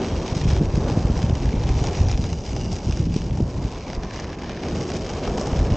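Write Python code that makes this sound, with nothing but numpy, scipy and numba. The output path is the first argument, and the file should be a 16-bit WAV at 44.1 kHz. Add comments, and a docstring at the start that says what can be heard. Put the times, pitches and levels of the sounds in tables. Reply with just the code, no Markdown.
"""Inline skates roll along an open asphalt path, heard from a camera the skater carries on a pole.
The rough surface makes wheels and boots rumble; grit crackles, harder with each push, and rings the
frames. Stones knock, a wheel edge scrubs, the wheels whirr on a glide, and the grit dulls as the skater
swings round the camera. Gusts of head wind buffet the microphone. Open grass all round: no echo."""
import sys
import numpy as np
from scipy import signal
from scipy.fft import rfft, irfft
from scipy.io import wavfile
from scipy.ndimage import uniform_filter1d
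from numba import njit

SR = 44100
rng = np.random.default_rng(int(sys.argv[2]) if len(sys.argv) > 2 else 0)


def digitize_waveform(pressure):
    """Quantize a signal to 16-bit integers and store it at the path in sys.argv[1].

    Rows of a 2-D input are taken as channels; values are limited to [-1, 1].
    """
    field = np.atleast_2d(pressure).T
    bounded = np.clip(field, -1, 1)
    quanta = np.round(bounded * 32767).astype(np.int16)
    wavfile.write(sys.argv[1], SR, quanta)


N = 254016
TIME = np.arange(N) / SR


def undb(db):
    """Decibels to gain."""
    return 10 ** (np.asarray(db) / 20)


def unit(x):
    """Scale to rms 1."""
    return x / np.sqrt(np.mean(x ** 2))


def curves(table):
    """Automation lanes: one value per sample for each column after the time."""
    times, *columns = np.transpose(table)
    return [np.interp(TIME, times, column) for column in columns]


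def swell(start_s, hold_s, attack_s, release_s):
    """Envelope 0-1: fully up by start_s, holds, falls away."""
    return np.interp(TIME, np.cumsum([start_s - attack_s, attack_s, hold_s, release_s]), [0, 1, 1, 0])


def walk(rate_hz):
    """Random modulator, rms 1, gliding to a new value rate_hz times a second."""
    step = max(int(SR / rate_hz), 1)
    held = np.repeat(rng.standard_normal(N // step + 1), step)
    return unit(uniform_filter1d(held, step)[:N])


def colour(x, eq, size=16384):
    """Minimum-phase EQ through (freq_hz, level_db) points; white noise keeps its power."""
    hz, db = np.transpose(eq)
    bins_hz = np.maximum(np.arange(size // 2 + 1) * SR / size, 1)
    response = unit(undb(np.interp(np.log(bins_hz), np.log(hz), db)))
    cepstrum = irfft(np.log(response))
    cepstrum[1:size // 2] *= 2
    cepstrum[size // 2 + 1:] = 0
    return signal.fftconvolve(x, irfft(np.exp(rfft(cepstrum))))[:N]


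@njit
def bandpass(x, hz, damping):
    """Sweepable state-variable band-pass; gain 1 at the centre."""
    y, band_state, low_state = np.empty(len(x)), 0., 0.
    for i in range(len(x)):
        g = np.tan(np.pi * hz[i] / SR)
        band = (band_state + g * (x[i] - low_state)) / (1 + g * (g + damping))
        band_state = 2 * band - band_state
        low_state += 2 * g * band
        y[i] = damping * band
    return y


def resonate(x, hz, db, damping):
    """Bell EQ: boost or cut the band round hz by db; both may move."""
    return x + (undb(db) - 1) * bandpass(x, hz * np.ones(N), float(damping))


def add(track, start_s, sound):
    """Mix a one-shot into the track."""
    i = int(np.clip(start_s * SR, 0, N - 1))
    track[i:i + len(sound)] += sound[:N - i]


# Faders of the skates, up as they come near and carry weight: time_s, rumble_db, crackle_db, sizzle_db
SKATE_FADERS = [(0.0, -31, -37, -43.5), (.27, -35, -45.5, -48), (.7, -35.5, -43, -48),
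                (.91, -29.5, -42.5, -44.5), (1.05, -34.5, -44.5, -47.5), (1.57, -36, -41, -47.5),
                (1.83, -32.5, -38, -40.5), (2.35, -42, -47.5, -47), (2.8, -38, -46, -46),
                (3.1, -46, -45.5, -48), (3.45, -39.5, -50.5, -50.5), (3.62, -39, -45.5, -48),
                (4.4, -39, -45.5, -49), (4.58, -37.5, -43.5, -48), (4.66, -34, -42, -45),
                (4.8, -31.5, -40.5, -41.5), (5.15, -34, -41, -45.5), (5.4, -31, -42.5, -43),
                (5.76, -31.5, -40.5, -45)]
# Low body of the roll: freq_hz, level_db
RUMBLE_EQ = [(60, -9.5), (200, 2), (290, -1), (390, -1.5), (520, -3.5), (650, -6.5), (820, -9.5),
             (1000, -12.5), (1300, -19.5), (1800, -24), (2500, -47), (4000, -61)]
# Hollow tone of the boots, moving as the skater leans: time_s, pitch_hz, boost_db
BOOT_SWEEP = [(0, 370, 6), (.65, 383, 4.5), (1.05, 514, 1.5), (1.75, 455, 1.5), (2.4, 430, 8),
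              (3.1, 310, -2), (3.6, 407, -1), (4.77, 357, 7.5), (5.1, 390, 1), (5.42, 543, 5),
              (5.76, 514, -1.5)]
# Midrange tone of the wheels: time_s, pitch_hz, boost_db
WHEEL_SWEEP = [(0, 1070, 3), (.9, 1260, 0), (1.3, 884, 3.5), (2.1, 774, 4.5), (3.2, 864, 2.5),
               (4.3, 1110, 6), (4.8, 985, -5), (5.3, 890, -0.5), (5.76, 850, -1)]

def rumble(level, surface, gain_db=4.0, surface_db=1):
    """The asphalt's texture shakes wheels and boots, which colour it with their tones."""
    shake = unit(colour(rng.standard_normal(N), RUMBLE_EQ) * undb(surface_db * surface))
    boots = resonate(shake, *curves(BOOT_SWEEP), damping=0.1)
    return undb(gain_db) * level * resonate(boots, *curves(WHEEL_SWEEP), damping=0.17)


def grit_contacts(surface, rate_hz=210, spread_db=1.5, largest_db=6.0, decay_s=0.0017, patch_db=1.1):
    """Grit envelope: the wheels meet grain after grain, each dying in milliseconds, over fine texture."""
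    count, fine_texture = 4000, 0.66
    onsets = (np.cumsum(rng.gamma(2, 1 / 2, count)) * SR / rate_hz).astype(int)
    strength = undb(np.minimum(spread_db * rng.standard_normal(count), largest_db))
    hits = np.bincount(onsets[onsets < N], strength[onsets < N] ** 2, N)
    power = signal.lfilter([1], [1, -np.exp(-2 / (decay_s * SR))], hits)
    power = uniform_filter1d(uniform_filter1d(power, size=36), size=36)  # soft wheels round each attack
    return unit(np.sqrt(power / power.mean() + fine_texture) * undb(patch_db * surface))


# Crunch of grit on the wheels: freq_hz, level_db
CRACKLE_EQ = [(300, -15.5), (800, 3.5), (1400, -5.5), (1900, -3.5), (2300, 0), (2950, -4), (3400, -5),
              (4300, -6.5), (5000, -19.5), (7000, -13.5), (9000, -45.5)]
# Bright ring of the frames: freq_hz, level_db
SIZZLE_EQ = [(2000, -25), (4400, -7.5), (4750, 0.5), (5100, 2.5), (5450, 1), (5750, 1.5), (6200, -1),
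             (6900, -5), (7600, -8.5), (8300, -15.5), (9000, -29.5)]

def grit(crackle, sizzle, contact, crackle_db=-1.53):
    """Each grain knocks on the wheels and sets off the brighter ring of the frames."""
    knock = unit(colour(contact * rng.standard_normal(N), CRACKLE_EQ))
    ring = unit(colour(contact * rng.standard_normal(N), SIZZLE_EQ))
    return undb(crackle_db) * crackle * knock + sizzle * ring


# Peaks and dips of the frames: pitch_hz, width_ratio, boost_db
FRAME_BANDS = [(3060, 0.039, 2.5), (5110, 0.049, -6), (5770, 0.021, -2), (7160, 0.043, 2)]

def frames(x, drift=0.026, wander_db=-2.5, grain_octaves=0.54, trim_db=-0.56):
    """Grains ring in a fast-jumping band; the frames' resonances drift and swell as the load shifts."""
    grain_hz = 3600 * 2 ** (grain_octaves * np.tanh(walk(110)))
    x = resonate(x, grain_hz, db=2.5, damping=0.17)
    for hz, width, db in FRAME_BANDS:
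        centre_hz = hz * (1 + drift * walk(3.2))
        x = resonate(x, centre_hz, db + wander_db * np.tanh(walk(3.6)), damping=width)
    return undb(trim_db) * x


# Band of hiss in the side channel: freq_hz, level_db
HISS_EQ = [(2980, -36.5), (3130, 5.5), (4400, 6.5), (5600, 4.5), (6100, -3.5), (6700, -22), (7100, -31),
           (9000, -27.5)]

def stereo_hiss(crackle, sizzle, contact, side_db=-10.0):
    """A codec-like band of hiss at 3-6 kHz in the side channel, flickering with the grit."""
    side = np.sqrt(crackle * sizzle) * unit(colour(contact * rng.standard_normal(N), HISS_EQ))
    return undb(side_db) * np.array([[1], [-1]]) * side


# Gusts of head wind: start_s, hold_s, large_eddies_db, small_eddies_db
HEAD_GUSTS = [(0.11, 0.1, -28.5, -36), (0.438, 0.19, -19.5, -29), (0.693, 0.25, -24.5, -33),
              (1.023, 0.44, -24, -29), (1.535, 0.39, -23, -29), (2.023, 0.069, -18, -34.5),
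              (2.21, 0.15, -26.5, -31), (2.533, 0.19, -24, -28.5), (2.903, 0.31, -27, -28),
              (3.266, 0.37, -26.5, -28.5), (3.946, 0.21, -32.5, -58), (4.696, 0.13, -30.5, -30),
              (5.292, 0.03, -27, -52), (5.45, 0.21, -27, -56), (5.604, 0.075, -20, -25.5)]
# Deep boom of large, slow eddies: freq_hz, level_db
LARGE_EDDY_EQ = [(12, -25.5), (25, -9.5), (40, -1), (65, 0), (110, -4), (160, -12.5), (260, -41.5),
                 (600, -79)]
# Low-mid flutter of small, fast eddies: freq_hz, level_db
SMALL_EDDY_EQ = [(70, -16), (125, 0.5), (165, 3.5), (235, -4), (350, -8.5), (550, -21), (1000, -40),
                 (2500, -66)]

def wind(stream_db=(-35.5, -37.5), large_flutter_db=3.0, small_flutter_db=3.5, small_trim_db=-2):
    """Eddies press on the microphone in uneven puffs; gusts add their power to a steady stream."""
    power = undb(stream_db)[:, None] ** 2  # rows: large eddies, small eddies
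    for start_s, hold_s, large_db, small_db in HEAD_GUSTS:
        gust = swell(start_s, hold_s, attack_s=0.078, release_s=0.091)
        power = power + (undb([[large_db], [small_db]]) * gust) ** 2
    large, small = np.sqrt(power)
    boom = colour(rng.standard_normal(N), LARGE_EDDY_EQ) * undb(large_flutter_db * np.tanh(walk(26)))
    flutter = colour(rng.standard_normal(N), SMALL_EDDY_EQ) * undb(small_flutter_db * np.tanh(walk(40)))
    return large * unit(boom) + undb(small_trim_db) * small * unit(flutter)


# A skate bears down and grinds the grit: start_s, hold_s, crackle_boost_db, sizzle_boost_db
STRIDE_PUSHES = [(0.04, 0.038, 0.5, 2.5), (.15, 0.03, 1.5, 2), (0.261, 0.045, 6.5, 6.5),
                 (0.351, 0.045, 7, 9.5), (0.413, .035, 6.5, 5), (0.471, 0.055, 8, 6.5),
                 (0.545, 0.037, 5, 3.5), (0.753, 0.016, 1.5, 3.5), (0.88, .045, 2, 2.5),
                 (1.164, 0.07, 1, 4), (1.376, 0.077, 0.5, 1.5), (1.825, .05, -1, -1.5),
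                 (1.943, 0.062, 4, -1), (2.052, .012, 1, -17), (2.095, 0.054, 6.5, -4),
                 (2.256, 0.022, 2, -0.5), (2.453, 0.06, 5.5, 4.5), (2.714, 0.06, 2, 3),
                 (2.85, 0.03, 2.5, 3), (3.13, 0.1, 2.5, 3.5), (3.806, 0.027, 3, 2.5),
                 (4.138, 0.069, 4, 4.5), (4.484, 0.037, 1.5, 1.5), (5.228, 0.032, 4.5, -1),
                 (5.373, 0.045, 2.5, 3)]
# The weight comes off a skate between strides: start_s, hold_s
STRIDE_LULLS = [(0.663, 0.026), (1.318, 0.015), (1.9, 0.02), (2.676, .02), (3.075, 0.034), (3.278, 0.04),
                (3.967, 0.038), (4.36, 0.021), (4.849, 0.013), (5.307, 0.017)]

def strides(rasp_hz=110, unsteady=0.22, slip_share=0.47, lull_db=-4, fade_s=0.0088):
    """Gains of crackle and sizzle: pushes accent them and judder them into a rasp; lulls duck them."""
    pushes = np.array([swell(start_s, hold_s, attack_s=0.006, release_s=0.021)
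                       for start_s, hold_s, *_ in STRIDE_PUSHES])
    lulls = sum(swell(start_s, hold_s, fade_s, fade_s) for start_s, hold_s in STRIDE_LULLS)
    boosts_db = np.array(STRIDE_PUSHES)[:, 2:].T @ pushes + lull_db * lulls
    phase = np.cumsum(rasp_hz * (1 + unsteady * walk(90))) / SR % 1
    rasp = unit(uniform_filter1d(np.exp(-phase / slip_share), size=60))
    depth = 0.5 * pushes.max(axis=0)
    return undb(boosts_db) * np.sqrt(1 - depth + depth * rasp ** 2)


# Larger stones struck by a wheel: start_s, knock_db, crack_db, ring_db
STONE_HITS = [(0.0447, -34, -33, -51), (0.2803, -30.5, -36.5, -46), (0.3745, -36.0, -42, -39),
              (0.487, -44, -42, -37), (0.5016, -42, -35, -37.5), (0.565, -29, -38, -44),
              (0.7543, -39, -35, -37), (0.841, -38, -42, -50), (0.8976, -29, -36.5, -39.0),
              (0.9165, -34, -39.0, -46), (1.1546, -45, -41, -48), (1.1668, -44, -38.5, -47),
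              (1.1898, -27.5, -40.0, -40), (1.2175, -40.5, -38.5, -40.5), (1.227, -45, -34.5, -38),
              (1.295, -27, -37, -40), (1.3522, -42, -38, -36.5), (1.4542, -45, -39, -42),
              (1.4905, -35, -36.5, -48), (1.635, -31, -40, -39.0), (1.6899, -44, -35, -40),
              (1.8394, -27, -32.5, -34), (1.8692, -44, -47, -32.5), (1.9507, -31, -36.5, -37),
              (1.9866, -33.0, -38, -42), (2.0842, -35, -37, -33), (2.0948, -36, -37, -44),
              (2.1132, -32, -36, -29), (2.1745, -38, -37, -36), (2.239, -41, -35, -37.5),
              (2.329, -33.5, -36, -35.5), (2.5631, -27.5, -36.5, -34.5), (2.728, -33, -54, -34.5),
              (2.7639, -40, -41, -42.0), (2.909, -48, -41, -36), (2.923, -41.0, -34, -35.5),
              (2.9713, -38, -39.0, -36.5), (3.141, -40.0, -40, -37), (3.217, -50.5, -39, -40),
              (3.3077, -54, -41.5, -53), (3.3728, -33, -44.5, -43.0), (3.757, -40, -42, -55),
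              (3.8998, -33.5, -39.5, -40), (3.9304, -32, -39.0, -39), (3.9489, -35, -45, -36),
              (4.033, -35, -39.0, -40), (4.1083, -41, -40.5, -43), (4.1597, -40, -43, -39),
              (4.1907, -34, -41, -51), (4.1978, -34, -41, -34.5), (4.243, -37, -38.5, -40),
              (4.3292, -50, -40.5, -44), (4.433, -34, -44, -45), (4.494, -33, -38.5, -39),
              (4.6348, -31, -37.0, -40), (4.6837, -36, -39, -37), (4.8097, -38, -36, -36.5),
              (4.826, -38, -45, -42), (4.901, -29, -38, -35.5), (4.917, -46, -34.5, -36.5),
              (4.9674, -37, -42, -37.0), (5.063, -34.5, -36.5, -37.5), (5.093, -32, -38, -37.5),
              (5.2498, -30.5, -37, -45), (5.2749, -28, -36, -39), (5.3787, -25, -33.5, -35.5),
              (5.4111, -27.5, -39, -32.5), (5.47, -27, -39, -35), (5.5308, -28.5, -37.5, -49),
              (5.5906, -31.5, -37, -41.0), (5.7014, -31.5, -38, -44.5)]
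# Body of the hit, stone on wheel: freq_hz, level_db
KNOCK_EQ = [(150, -24.5), (450, -3), (750, 8), (1200, -9), (1700, -27), (4000, -49)]
# Snap of the hit, stone on asphalt: freq_hz, level_db
CRACK_EQ = [(700, -23.5), (1400, 2), (2400, 0.5), (3000, -1), (4000, -4), (5000, -15.5), (9000, -51)]

def stones(attack_s=0.00068, decay_s=0.0018, tail=0.092, tail_s=0.011):
    """A stone knocks the wheel, cracks against the asphalt and rings the frame; no two sound alike."""
    track = np.zeros(N)
    t = np.arange(SR // 20) / SR
    envelope = (1 - np.exp(-(t / attack_s) ** 2)) * (np.exp(-t / decay_s) + tail * np.exp(-t / tail_s))
    for start_s, *levels_db in STONE_HITS:
        for db, eq in zip(levels_db, (KNOCK_EQ, CRACK_EQ, SIZZLE_EQ)):
            burst = colour(envelope * rng.standard_normal(len(t)), eq, size=1024)
            rms = np.sqrt(np.sum(burst ** 2) / (0.004 * SR))  # as if all its energy fell within 4 ms
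            add(track, start_s, undb(db) * burst / rms)
    return track


# Single hard thumps of wind: time_s, level_db, width_ms, polarity (1 push, -1 suction)
WIND_THUMPS = [(0.326, -11.5, 1.7, 1), (0.367, -9.5, 1.37, 1), (0.456, -12, 1.1, 1), (0.474, -9, 2.9, 1),
               (0.489, -12.5, 2.2, -1), (0.531, -8, 1.7, -1), (0.611, -7.5, 0.75, -1), (0.619, -6, 0.95, 1),
               (0.633, -12, 0.98, 1), (0.691, -15, 4.2, 1), (0.7418, -13, 1.9, 1), (0.7776, -5, 1.3, 1),
               (0.824, -18, 2.1, 1), (0.975, -7.5, 1.05, 1), (1.053, -7, 2.5, 1), (1.101, -7.5, 1.65, 1),
               (1.115, -10.5, 1.7, 1), (1.17, -15.5, 3.1, -1), (1.243, -5, 1.64, 1), (1.272, -24, 2, -1),
               (1.308, -9.5, 1.2, 1), (1.33, -8.5, 2.2, -1), (1.408, -12, 2.4, 1), (1.455, -17.5, 2, 1),
               (1.482, -11, 3.2, -1), (1.541, -10.5, 1.05, 1), (1.571, -16.5, 4.3, 1), (1.667, -14.5, 3, 1),
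               (1.709, -11, 2.8, -1), (1.82, -7, 2.3, 1), (1.884, -11.5, 1.9, 1), (2.012, -8.5, 2.4, 1),
               (2.061, -7.5, 3.6, -1), (2.081, -16, 4.2, -1), (2.149, -8.5, 3.6, -1), (2.195, -9, 1.75, 1),
               (2.872, -9.5, 2.4, -1), (2.898, -9.5, 1.9, 1), (3.003, -6, 1.6, 1), (3.054, -22, 1.1, -1),
               (3.07, -9.5, 1.01, 1), (3.164, -7, 0.94, -1), (3.4046, -7.5, 0.76, -1), (3.428, -7, 2, -1),
               (3.652, -10, 2.4, 1), (3.982, -14.5, 4, 1), (5.282, -16, 3.5, 1), (5.531, -10, 2.9, 1),
               (5.589, -18, 4.4, 1), (5.621, -8, 2.9, -1), (5.6567, -14, 1.4, -1), (5.713, -10.5, 2.3, 1),
               (5.724, -6, 1.86, 1)]

def buffets(gain_db=1.0, swirl_db=-20, swirl_s=0.015):
    """A strong eddy gives a short blow, a longer backswing and a rebound, and drags small eddies along."""
    thumps, swirl = np.zeros(N), np.zeros(N)
    t = np.arange(-SR // 20, SR // 20) / SR
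    for time_s, db, width_ms, polarity in WIND_THUMPS:
        widths = t * 1000 / width_ms
        blow = np.exp(-widths ** 2)
        backswing = 0.58 * np.exp(-((widths - 1.63) / 2) ** 2)
        rebound = 0.16 * np.exp(-((widths - 4.3) / 2) ** 2)
        add(thumps, time_s + t[0], polarity * undb(db) * (blow - backswing + rebound))
        add(swirl, time_s + t[0], undb(db) * np.exp(-(t / swirl_s) ** 2))
    eddies = colour(rng.standard_normal(N), SMALL_EDDY_EQ)
    return undb(gain_db) * thumps + undb(swirl_db) * swirl * eddies


# Fader of a wheel edge scrubbing sideways: time_s, level_db
SCRUB_FADER = [(1.7, -54), (1.8, -45), (1.87, -41), (1.91, -70), (1.97, -37), (2.03, -48), (2.12, -39.5),
               (2.2, -61), (2.5, -75), (2.75, -55), (3, -74)]
# Resonances of the scrub: pitch_hz, width_hz, level_db
SCRUB_BANDS = [(5000, 300, -6), (5840, 270, 18.5), (6620, 270, 15.5)]

def scrub(gain_db=-2.5, judder_hz=185, unsteady=0.25, slip_share=0.21):
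    """A wheel edge sticks and slips in a quick judder; each slip sings in narrow, hissy bands."""
    phase = np.cumsum(judder_hz * (1 + unsteady * walk(60))) / SR % 1
    slips = rng.standard_normal(N) * np.exp(-phase / slip_share)
    ring = sum(undb(db) * signal.lfilter(*signal.iirpeak(hz, hz / width_hz, fs=SR), slips)
               for hz, width_hz, db in SCRUB_BANDS)
    return undb(gain_db + curves(SCRUB_FADER)[0]) * unit(colour(ring, SIZZLE_EQ))


# Fader of the wheels' whirr on a long glide: time_s, level_db
WHIRR_FADER = [(2.15, -67), (2.3, -50), (2.5, -51.5), (2.65, -47), (2.75, -51.5), (2.9, -54), (3.1, -60),
               (3.4, -69)]
# Resonances of the gliding wheels: pitch_hz, width_hz, level_db
WHIRR_BANDS = [(2260, 92, 0.5), (2900, 330, 5), (3650, 160, -10.5), (4960, 710, 1.5), (5880, 650, 1.5)]

def whirr(contact, gain_db=1.0, drift=0.0093):
    """On a clean glide the wheels ring on in a few slightly drifting bands."""
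    drive = contact * rng.standard_normal(N)
    ring = np.zeros(N)
    for hz, width_hz, db in WHIRR_BANDS:
        centre_hz = hz * (1 + drift * walk(5))
        damping = width_hz / hz
        ring += undb(db) * bandpass(bandpass(drive, centre_hz, damping), centre_hz, damping)
    return undb(gain_db + curves(WHIRR_FADER)[0]) * unit(ring)


def body_shade(x):
    """The skater swings round and shades the skates: their bright peak slides down and the top dulls."""
    shade = swell(start_s=4.05, hold_s=0.54, attack_s=0.37, release_s=0.15)
    peak_hz = np.interp(shade, [0, 1], [2740, 1730])
    peak_db = np.interp(shade, [0, 1], [0.6, 7.5])
    top_db = np.interp(shade, [0, 1], [-2.5, -8.5])
    x = resonate(x, peak_hz, peak_db, damping=0.22)
    return resonate(x, hz=7840, db=top_db, damping=0.56)


def scene():
    """Skates on the path, wind on the microphone."""
    rumble_level, *grit_levels = undb(curves(SKATE_FADERS))
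    crackle, sizzle = strides() * grit_levels
    surface = walk(45)  # coarse and smooth patches pass under the wheels
    contact = grit_contacts(surface)
    crunch = body_shade(frames(grit(crackle, sizzle, contact)) + stones())
    skates = rumble(rumble_level, surface) + crunch + scrub() + whirr(contact)
    return skates + stereo_hiss(crackle, sizzle, contact) + wind() + buffets()


def record(dry):
    """The camera cuts the top with a steep low-pass."""
    cutoff_hz = 9100
    return signal.sosfilt(signal.ellip(8, 0.2, 70, cutoff_hz, fs=SR, output="sos"), dry)


dry = scene()
out = record(dry)
digitize_waveform(out)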